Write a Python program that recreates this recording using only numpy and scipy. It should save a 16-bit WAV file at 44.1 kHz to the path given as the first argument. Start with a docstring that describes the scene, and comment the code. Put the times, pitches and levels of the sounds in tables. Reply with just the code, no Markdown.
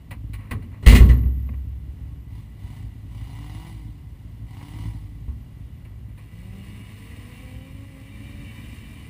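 """A car door clicks a few times close to the microphone, then slams: the cabin air booms and panels rattle.
We sit inside a stripped race car at night. Outside, an eight-cylinder engine idles, another is blipped,
and two more pull away up through their revs; firings ring each exhaust pipe, and rushing gas rasps.
Far engines blur into a rumble. The microphone, all but mono, is in a small camera whose case rings
at a few pitches; the slam overloads it."""
import sys
import numpy as np
from scipy import signal
from scipy.fft import rfft, irfft
from scipy.io import wavfile
from scipy.ndimage import uniform_filter1d, map_coordinates

SR = 44100
rng = np.random.default_rng(int(sys.argv[2]) if len(sys.argv) > 2 else 0)


def file_out(sig):
    """Save sig as 16-bit WAV at sys.argv[1]."""
    # one column per channel
    cols = np.atleast_2d(sig).T
    # limit, then scale
    lim = np.clip(cols, -1, 1)
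    pcm = np.round(lim * 32767).astype(np.int16)
    wavfile.write(sys.argv[1], SR, pcm)


N = 400869
TIME = np.arange(N) / SR
FREQS = np.maximum(np.arange(N + 1) * SR / (2 * N), 1)

# spectrum of a knocked body panel: pitch_hz, level_db
PANEL_SPECTRUM = [(50, -24), (110, 13), (170, -2), (240, 6), (310, -10), (440, -20.5), (560, -24),
                  (800, -50.5)]
# resonances of the latch plate and striker: pitch_hz, width_hz, level_db
STRIKER_MODES = [(1810, 30, 5), (1940, 47, 4.5), (2160, 18, -14), (2293, 21, -8), (2430, 8.5, -4),
                 (2750, 41, -8), (2920, 30, -21), (4080, 15, -5)]


def door_slam():
    """The door lands and rebounds, close by: air booms, panels thud, metal chatters, the latch rings."""
    # blows on the body shell (the door's stop, the slam, its rebounds, one late bump):
    # start_s, boom_db, thud_db, clatter_db, clatter_t60_s, latch_db
    blows = [(0.512, -56, -30.5, -54, 0.18, -51), (0.824, -45, -32, -48.5, 0.31, -51),
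             (0.861, 6, -14.5, -17.5, 0.38, -24), (0.920, -1, -12.5, -29, 0.15, -43),
             (0.948, -35, -24, -15.5, 0.15, -25.5), (1.000, 3.5, -17.5, -41, 0.46, -55),
             (1.088, 0, -22, -35, 0.16, -34.5), (1.178, -24, -40, -48.5, .1, -58),
             (1.249, -9, -38.5, -57, .15, -65), (5.276, -18.5, -43.5, -61, .14, -72)]
    # modes of the door skin and roof: pitch_hz, level_db, t60_s
    skin_modes = [(86.7, 4.5, 0.65), (103.6, -11, 0.86), (231, -8, 0.62), (251.2, -8, 0.57),
                  (267, -17, 1.34), (329, -17.5, 0.67), (389, -12.5, 0.44), (440.4, -12, 0.33)]
    # spectra of the door skin's dry slap and of loose metal: pitch_hz, level_db
    slap_spectrum = [(300, 1.5), (440, 2.5), (650, -9.5), (1100, -6), (2000, -22.5)]
    clatter_spectrum = [(500, -1.5), (700, -9.5), (950, -11), (1150, -3.5), (1550, -12), (2050, 0),
                        (2900, -5.5), (3500, -9.5), (4200, -7.5), (5500, -18), (9700, -12.5),
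                        (11000, -23.5), (13000, -25), (14500, -14.5), (15500, -11.5)]
    # thin ring of a metal fitting: pitch_hz, width_hz, level_db
    fitting_modes = [(11840, 63, 5), (12020, 55, -1.5), (1960, 27, -5)]
    start_s, boom_db, thud_db, clatter_db, clatter_t60_s, latch_db = np.transpose(blows)
    push_s = start_s + 0.00504  # air and panels move just after the metal touches
    boom = cabin_boom(push_s, boom_db)
    thud = colour(noise() * bursts(push_s, thud_db, t60=0.78, rise=0.0024), PANEL_SPECTRUM)
    skin = strike(push_s, thud_db - 2.5, skin_modes)
    slap = colour(noise() * bursts(push_s, thud_db - 12, t60=0.31, rise=0.0024), slap_spectrum)
    chatter = noise() * unit(undb(0.6 * walk(450)))  # many tiny metal contacts
    clatter = colour(chatter * bursts(start_s, clatter_db, clatter_t60_s, rise=0.0051), clatter_spectrum)
    latch = ringing(STRIKER_MODES) * bursts(start_s, latch_db, t60=0.19, rise=0.007)
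    ring = ringing(fitting_modes) * bursts(start_s, clatter_db - 32, t60=1.53, rise=0.0062)
    clatter = cabin(clatter, t60=0.09, wet_db=-12, above_hz=860)
    return boom + thud + skin + slap + clatter + latch + ring


def cabin_boom(start_s, level_db):
    """The cabin air's main mode: it sags in pitch while the door still bounces on its seal."""
    mode_hz, sag_hz, recovery_s = 67.3, 16.9, 0.2515
    since_slam = np.maximum(TIME - start_s[np.argmax(level_db)], 0)
    turns = np.cumsum(mode_hz - sag_hz * np.exp(-since_slam / recovery_s)) / SR
    turns -= turns[since_slam == 0][-1]  # the hardest blow starts at zero phase
    swell = bursts(start_s, level_db, t60=0.25, rise=0.0047)
    after_ring = bursts(start_s, level_db - 22, t60=2.8, rise=0.02)
    return -np.sin(2 * np.pi * turns) * np.hypot(swell, after_ring)


def door_clicks():
    """Gritty metal clicks, close by; each rings the latch plate and knocks the panel behind it."""
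    # latch, hinge and loose fittings: start_s, level_db, t60_s, treble_db
    clicks = [(0.107, -32, 0.099, -3), (0.332, -42.5, 0.1, 8), (0.38, -53.5, 1, -6.5),
              (0.509, -25, 0.092, -2.5), (0.62, -49.5, .11, 0.5), (0.714, -50, 0.33, -17),
              (1.232, -37, 0.042, -16), (1.489, -25.5, 0.025, -37), (1.536, -35, 0.04, -33),
              (4.609, -34, 0.058, -17), (5.848, -47.5, 0.091, -4.5), (6.086, -62, 0.26, 2),
              (6.174, -48.5, 0.13, 0.5)]
    # spectrum of the latch's grit: pitch_hz, level_db
    grit_spectrum = [(500, 8.5), (800, 2.5), (1050, 9), (1400, -2), (1900, 2), (2400, 2.5), (3300, -13.5),
                     (4300, -12.5), (5000, -22.5), (6000, -29), (8500, -17), (10100, -10), (11500, -27.5),
                     (14300, -13.5), (15500, -12.5)]
    start_s, level_db, t60_s, treble_db = np.transpose(clicks)
    bright_db = level_db + treble_db
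    grit = colour(noise() * unit(undb(1.2 * walk(600))), grit_spectrum)
    low = passband(grit, "low", 3000) * bursts(start_s, level_db + 0.3, t60_s, rise=0.014)
    high = passband(grit, "high", 3000) * bursts(start_s, bright_db + 4.5, t60_s, rise=0.0042)
    ring = ringing(STRIKER_MODES) * bursts(start_s, bright_db - 10.5, t60=0.059, rise=0.0045)
    knock = colour(noise() * bursts(start_s, level_db - 9.5, t60=0.28, rise=0.002), PANEL_SPECTRUM)
    return low - high + ring + knock


def idling_engine():
    """A lumpy idle outside; only its bass gets into the cabin."""
    # loudness of the idle: time_s, level_db
    levels = [(0, -39), (0.2, -32.5), (2.2, -38), (2.8, -35.5), (3.7, -34.5), (4.25, -41.5), (4.85, -33),
              (5.8, -42.5), (9.09, -42.5)]
    # spectrum of the exhaust pipe: pitch_hz, level_db
    pipe = [(25, -50.5), (42, -6), (57, 6.5), (78, -6), (103, 5.5), (150, -11), (220, -16), (280, -13),
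            (380, -40), (600, -44.5)]
    level_db, = curves(levels)
    firing_hz = 52.5 * (1 + 0.025 * walk(4))
    exhaust, _, _ = engine(firing_hz, pipe, lumpy=0.93, scatter_db=5, wander=0.02552, puff=0.4)
    return exhaust * undb(level_db - 1.5)


def blipped_engine():
    """Stabs of throttle outside: the exhaust barks and rasps as the revs climb, and dulls as they fall."""
    # stabs of throttle: start_s, held_s, firing_rise_hz, rasp_db
    stabs = [(2.27, .12, 13.1, -54.5), (2.56, 0.22, 24.5, -52.5), (3.08, .61, 60, -51),
             (4.45, 0.41, 57, -50.5)]
    # spectra of the exhaust pipe and of its gas rasp: pitch_hz, level_db
    pipe = [(40, -55.5), (70, 10), (105, 14.5), (160, 2), (215, -7), (240, -6.5), (285, 2), (335, -7),
            (400, -16.5), (600, -32), (950, -23.5), (1500, -52)]
    rasp_spectrum = [(500, -24), (720, 5), (1000, 4), (1250, -9.5), (1550, -16.5), (1950, -5), (2500, -8.5),
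                     (2900, -10), (3500, -7.5), (4600, -12), (6000, -20), (9500, -13), (11000, -25),
                     (15000, -17.5)]
    # resonances of the exhaust under throttle: pitch_hz, width_hz, level_db
    bark_modes = [(807, 94, 0), (960, 62, 4), (1122, 30, -9), (2780, 31, -6), (2910, 61, -5.5)]
    rest_hz, db_per_hz, load_db = 100.7, 0.1586, 6.5
    firing_hz, drive = throttle(stabs, rest_hz, fall_s=0.62, attack_s=0.077, release_s=0.07)
    load = drive / drive.max()
    strength = drive + undb(-67.5 + 0.2 * (firing_hz - rest_hz))  # some rasp stays off the pedal
    exhaust, pulses, gas = engine(firing_hz, pipe, lumpy=2.2, scatter_db=0.9, wander=0.002, puff=0.94)
    exhaust_db = -52 + db_per_hz * (firing_hz - rest_hz) + load_db * load
    bark = unit(resonate(pulses, bark_modes)) * np.sqrt(load) * strength * undb(-8)  # dies before the rasp
    rasp = colour(gas, rasp_spectrum) * strength * undb(-5)
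    return exhaust * undb(exhaust_db) + bark + cabin(rasp, t60=0.1, wet_db=4.5, above_hz=1020)


def leaving_car():
    """A car pulls away at full throttle: a rough, climbing exhaust note under a fluttering gas rasp."""
    # its run up through the revs: time_s, firing_hz, exhaust_db, rasp_db
    run = [(5.95, 130, -81, -102), (6.2, 142, -56, -58.5), (6.5, 190, -39, -54), (7, 224, -47.5, -50),
           (7.3, 246, -42.5, -49.5), (7.85, 276, -38.5, -55.5), (8, 268, -40, -53),
           (8.35, 287, -39.5, -51.5), (8.6, 272, -47, -49), (9.09, 280, -63, -51)]
    # spectra of the exhaust pipe and of its gas rasp: pitch_hz, level_db
    pipe = [(50, -38), (100, 12.5), (150, 6.5), (210, -1.5), (285, -8.5), (380, -18.5), (490, -12),
            (570, -21), (660, -36), (750, -18), (880, -40), (1200, -30.5)]
    rasp_spectrum = [(400, 1), (750, -6), (850, -5), (950, -1), (1100, -1.5), (1500, -11), (1950, -0.5),
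                     (2350, -1), (2950, -5.5), (3700, -9), (4800, -13.5), (6000, -21), (8000, -15.5),
                     (9700, -10), (10800, -26.5), (14600, -13)]
    firing_hz, exhaust_db, rasp_db = curves(run)
    exhaust, _, gas = engine(firing_hz, pipe, lumpy=0.31, scatter_db=2, wander=0.005, puff=1)
    rasp = colour(gas, rasp_spectrum) * undb(rasp_db - 3 + 0.5 * walk(22))
    note = exhaust * undb(exhaust_db + 2.2 * walk(14))
    return note + cabin(rasp, t60=0.083, wet_db=-6, above_hz=450)


def chasing_car():
    """A second car follows in two long pushes; its gas whistles, a little higher as the revs rise."""
    # pushes of throttle: start_s, held_s, firing_rise_hz, whistle_db
    pushes = [(6.5, 0.97, 65.8, -61), (8.02, .75, 30.01, -56.5)]
    # spectrum of the exhaust pipe: pitch_hz, level_db
    pipe = [(80, -14), (130, 1), (210, -6), (280, 1.5), (350, -15), (450, -36.5)]
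    # resonances the gas whistles through when firing at reference_hz: pitch_hz, width_hz, level_db
    whistle_modes = [(1805, 8.8, -6), (1900, 12, -8), (2268, 17, 0.5), (2360, 15, 3), (2740, 17, -3),
                     (2980, 7.8, 2), (3680, 20, -7)]
    reference_hz, glide = 216.2, 0.18
    firing_hz, strength = throttle(pushes, rest_hz=160.5, fall_s=1.8, attack_s=0.11, release_s=0.69)
    exhaust, _, gas = engine(firing_hz, pipe, lumpy=1, scatter_db=5, wander=0.012, puff=0.53)
    steady_whistle = unit(resonate(gas, whistle_modes))
    pitch_ratio = (firing_hz / reference_hz) ** glide
    whistle = map_coordinates(steady_whistle, [np.cumsum(pitch_ratio)], mode="mirror")
    return (exhaust * undb(11) + whistle) * strength


def engine(firing_hz, pipe, lumpy, scatter_db, wander, puff):
    """Eight cylinders fire unevenly into a pipe; gives exhaust, bare pulses and the gas noise after each."""
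    # strength of each cylinder's firing in one cycle: level_db
    cylinders_db = [-4, -5, -5, -6, -9, -2.5, -6.5, -8.5]
    turns = np.cumsum(firing_hz * (1 + wander * walk(25))) / SR
    firing = turns.astype(int)
    uneven_db = lumpy * np.take(cylinders_db, firing, mode="wrap")
    size = undb(uneven_db + scatter_db * rng.uniform(-2.06, 2.4, N)[firing])
    pulses = np.diff(firing, prepend=0) * size / np.sqrt(firing_hz)
    gas = noise() * np.sqrt(size) * np.exp(-(turns - firing) / puff)  # puff: decay in firing periods
    return unit(colour(pulses, pipe)), unit(pulses), unit(gas)


def throttle(pushes, rest_hz, fall_s, attack_s, release_s):
    """Revs climb while the pedal is held and sink afterwards; gives firing rate and rasp strength."""
    firing_hz, strength = rest_hz, 0
    for start_s, held_s, rise_hz, level_db in pushes:
        down_s = np.clip(TIME - start_s, 0, held_s)
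        lifted_s = np.maximum(TIME - start_s - held_s, 0)
        firing_hz += rise_hz * down_s / held_s * np.exp(-lifted_s / fall_s)
        strength += undb(level_db) * (1 - np.exp(-down_s / attack_s)) * np.exp(-lifted_s / release_s)
    return firing_hz, strength


def cabin(x, t60, wet_db, above_hz):
    """Bare metal walls a metre apart: dense, short reflections that comb the treble."""
    t = TIME[:SR // 4]
    tail = passband(rng.standard_normal(len(t)), "high", above_hz) * fade(t, t60)
    echo = signal.fftconvolve(x, tail / np.linalg.norm(tail))[:N]
    return (x + undb(wet_db) * echo) / np.hypot(1, undb(wet_db))


def night_background():
    """Far engines blur into a rumble; a thin, very high hiss sits on top."""
    # spectra of the rumble and the hiss: pitch_hz, level_db
    rumble_spectrum = [(30, -4.5), (60, 14), (120, 8.5), (280, -7.5), (450, -19), (750, -22.5),
                       (1050, -25.5), (1500, -30.5), (2000, -28.5), (3000, -31.5), (6000, -42),
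                       (9800, -39.5), (11000, -43.5), (15000, -42.5)]
    hiss_spectrum = [(11400, -21), (11900, 9), (12150, 2), (12600, -19)]
    rumble = colour(noise(), rumble_spectrum) * undb(-42 + 1.1 * walk(5.4))
    return rumble + colour(noise(), hiss_spectrum) * undb(-78.5)


def undb(db):
    """Decibels to gain."""
    return 10 ** (np.asarray(db) / 20)


def unit(x):
    """Scale to rms 1."""
    return x / np.sqrt(np.mean(x ** 2))


def noise():
    """White noise of rms 1."""
    return rng.standard_normal(N)


def curves(rows):
    """Each column of a timed table, joined by straight lines."""
    time_s, *columns = np.transpose(rows)
    return [np.interp(TIME, time_s, column) for column in columns]


def walk(rate_hz):
    """Random levels held 1 / rate_hz seconds and smoothed twice; rms 1."""
    hold = int(SR / rate_hz)
    steps = np.repeat(rng.standard_normal(N // hold + 1), hold)
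    return unit(uniform_filter1d(uniform_filter1d(steps, hold), hold)[:N])


def passband(x, kind, hz):
    """Second-order low-pass or high-pass."""
    return signal.sosfilt(signal.butter(2, hz, kind, fs=SR, output="sos"), x)


def colour(x, points):
    """Causal filter through (pitch_hz, level_db), closed at both ends; white noise keeps its level."""
    hz, db = np.transpose(points)
    octaves_outside = np.log2(np.maximum(hz[0] / FREQS, 1) * np.maximum(FREQS / hz[-1], 1))
    gain = undb(np.interp(np.log(FREQS), np.log(hz), db) - np.minimum(24 * octaves_outside, 60))
    cepstrum = irfft(np.log(unit(gain)))
    cepstrum[1:N] *= 2  # fold to minimum phase
    cepstrum[N + 1:] = 0
    return irfft(rfft(x, 2 * N) * np.exp(rfft(cepstrum)))[:N]


def resonate(x, modes):
    """Parallel resonances of (pitch_hz, width_hz, level_db)."""
    gain = sum(undb(db) / (1 + 1j * hz / width * (FREQS / hz - hz / FREQS)) for hz, width, db in modes)
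    return irfft(rfft(x, 2 * N) * gain)[..., :N]


def ringing(modes):
    """Resonances driven by noise; rms 1."""
    return unit(resonate(noise(), modes))


def fade(t, t60):
    """Exponential decay that loses 60 dB in t60."""
    return np.exp(-np.log(1000) * t / t60)


def bursts(times, db, t60, rise):
    """Envelope of many blows, with t60 and rise in seconds; their powers add."""
    power, t = np.zeros(N + 2 * SR), TIME[:2 * SR]
    for start_s, gain, t60_s in zip(times, undb(db), np.broadcast_to(t60, len(times))):
        power[int(start_s * SR):][:len(t)] += (gain * (1 - np.exp(-t / rise)) * fade(t, t60_s)) ** 2
    return np.sqrt(power[:N])


def strike(times, db, modes):
    """Blows into a set of decaying modes."""
    pushes, t = np.zeros(N), TIME[:3 * SR]
    pushes[(times * SR).astype(int)] = undb(db)
    ring = sum(undb(mode_db) * np.sin(2 * np.pi * hz * t) * fade(t, t60) for hz, mode_db, t60 in modes)
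    return signal.fftconvolve(pushes, ring)[:N]


def scene():
    """All sources at the microphone, all but mono; left and right differ very faintly."""
    door = door_slam() + door_clicks()
    engines = idling_engine() + blipped_engine() + leaving_car() + chasing_car()
    mid = door + engines + night_background()
    side = undb(-43.5) * cabin(mid, t60=0.015, wet_db=28, above_hz=140)
    return np.array([mid + side, mid - side])


def record(dry):
    """The camera case rings around the microphone, the slam overloads the input, and the top is cut."""
    # rings of the case: pitch_hz, width_hz, over_direct_db
    case_modes = [(980, 7.9, -5), (1100, 13, 3.5), (1976, 82, 3), (2300, 16, -1), (2858, 102, 2),
                  (4083, 72, -8), (9200, 67, -5), (9970, 36, 5), (12360, 27, -1), (11980, 30, 6.5)]
    top_hz = 15200
    clipped = np.clip(dry + resonate(dry, case_modes), -1, 1)
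    return signal.sosfilt(signal.ellip(8, 0.2, 70, top_hz, fs=SR, output="sos"), clipped)


dry = scene()
out = record(dry)
file_out(out)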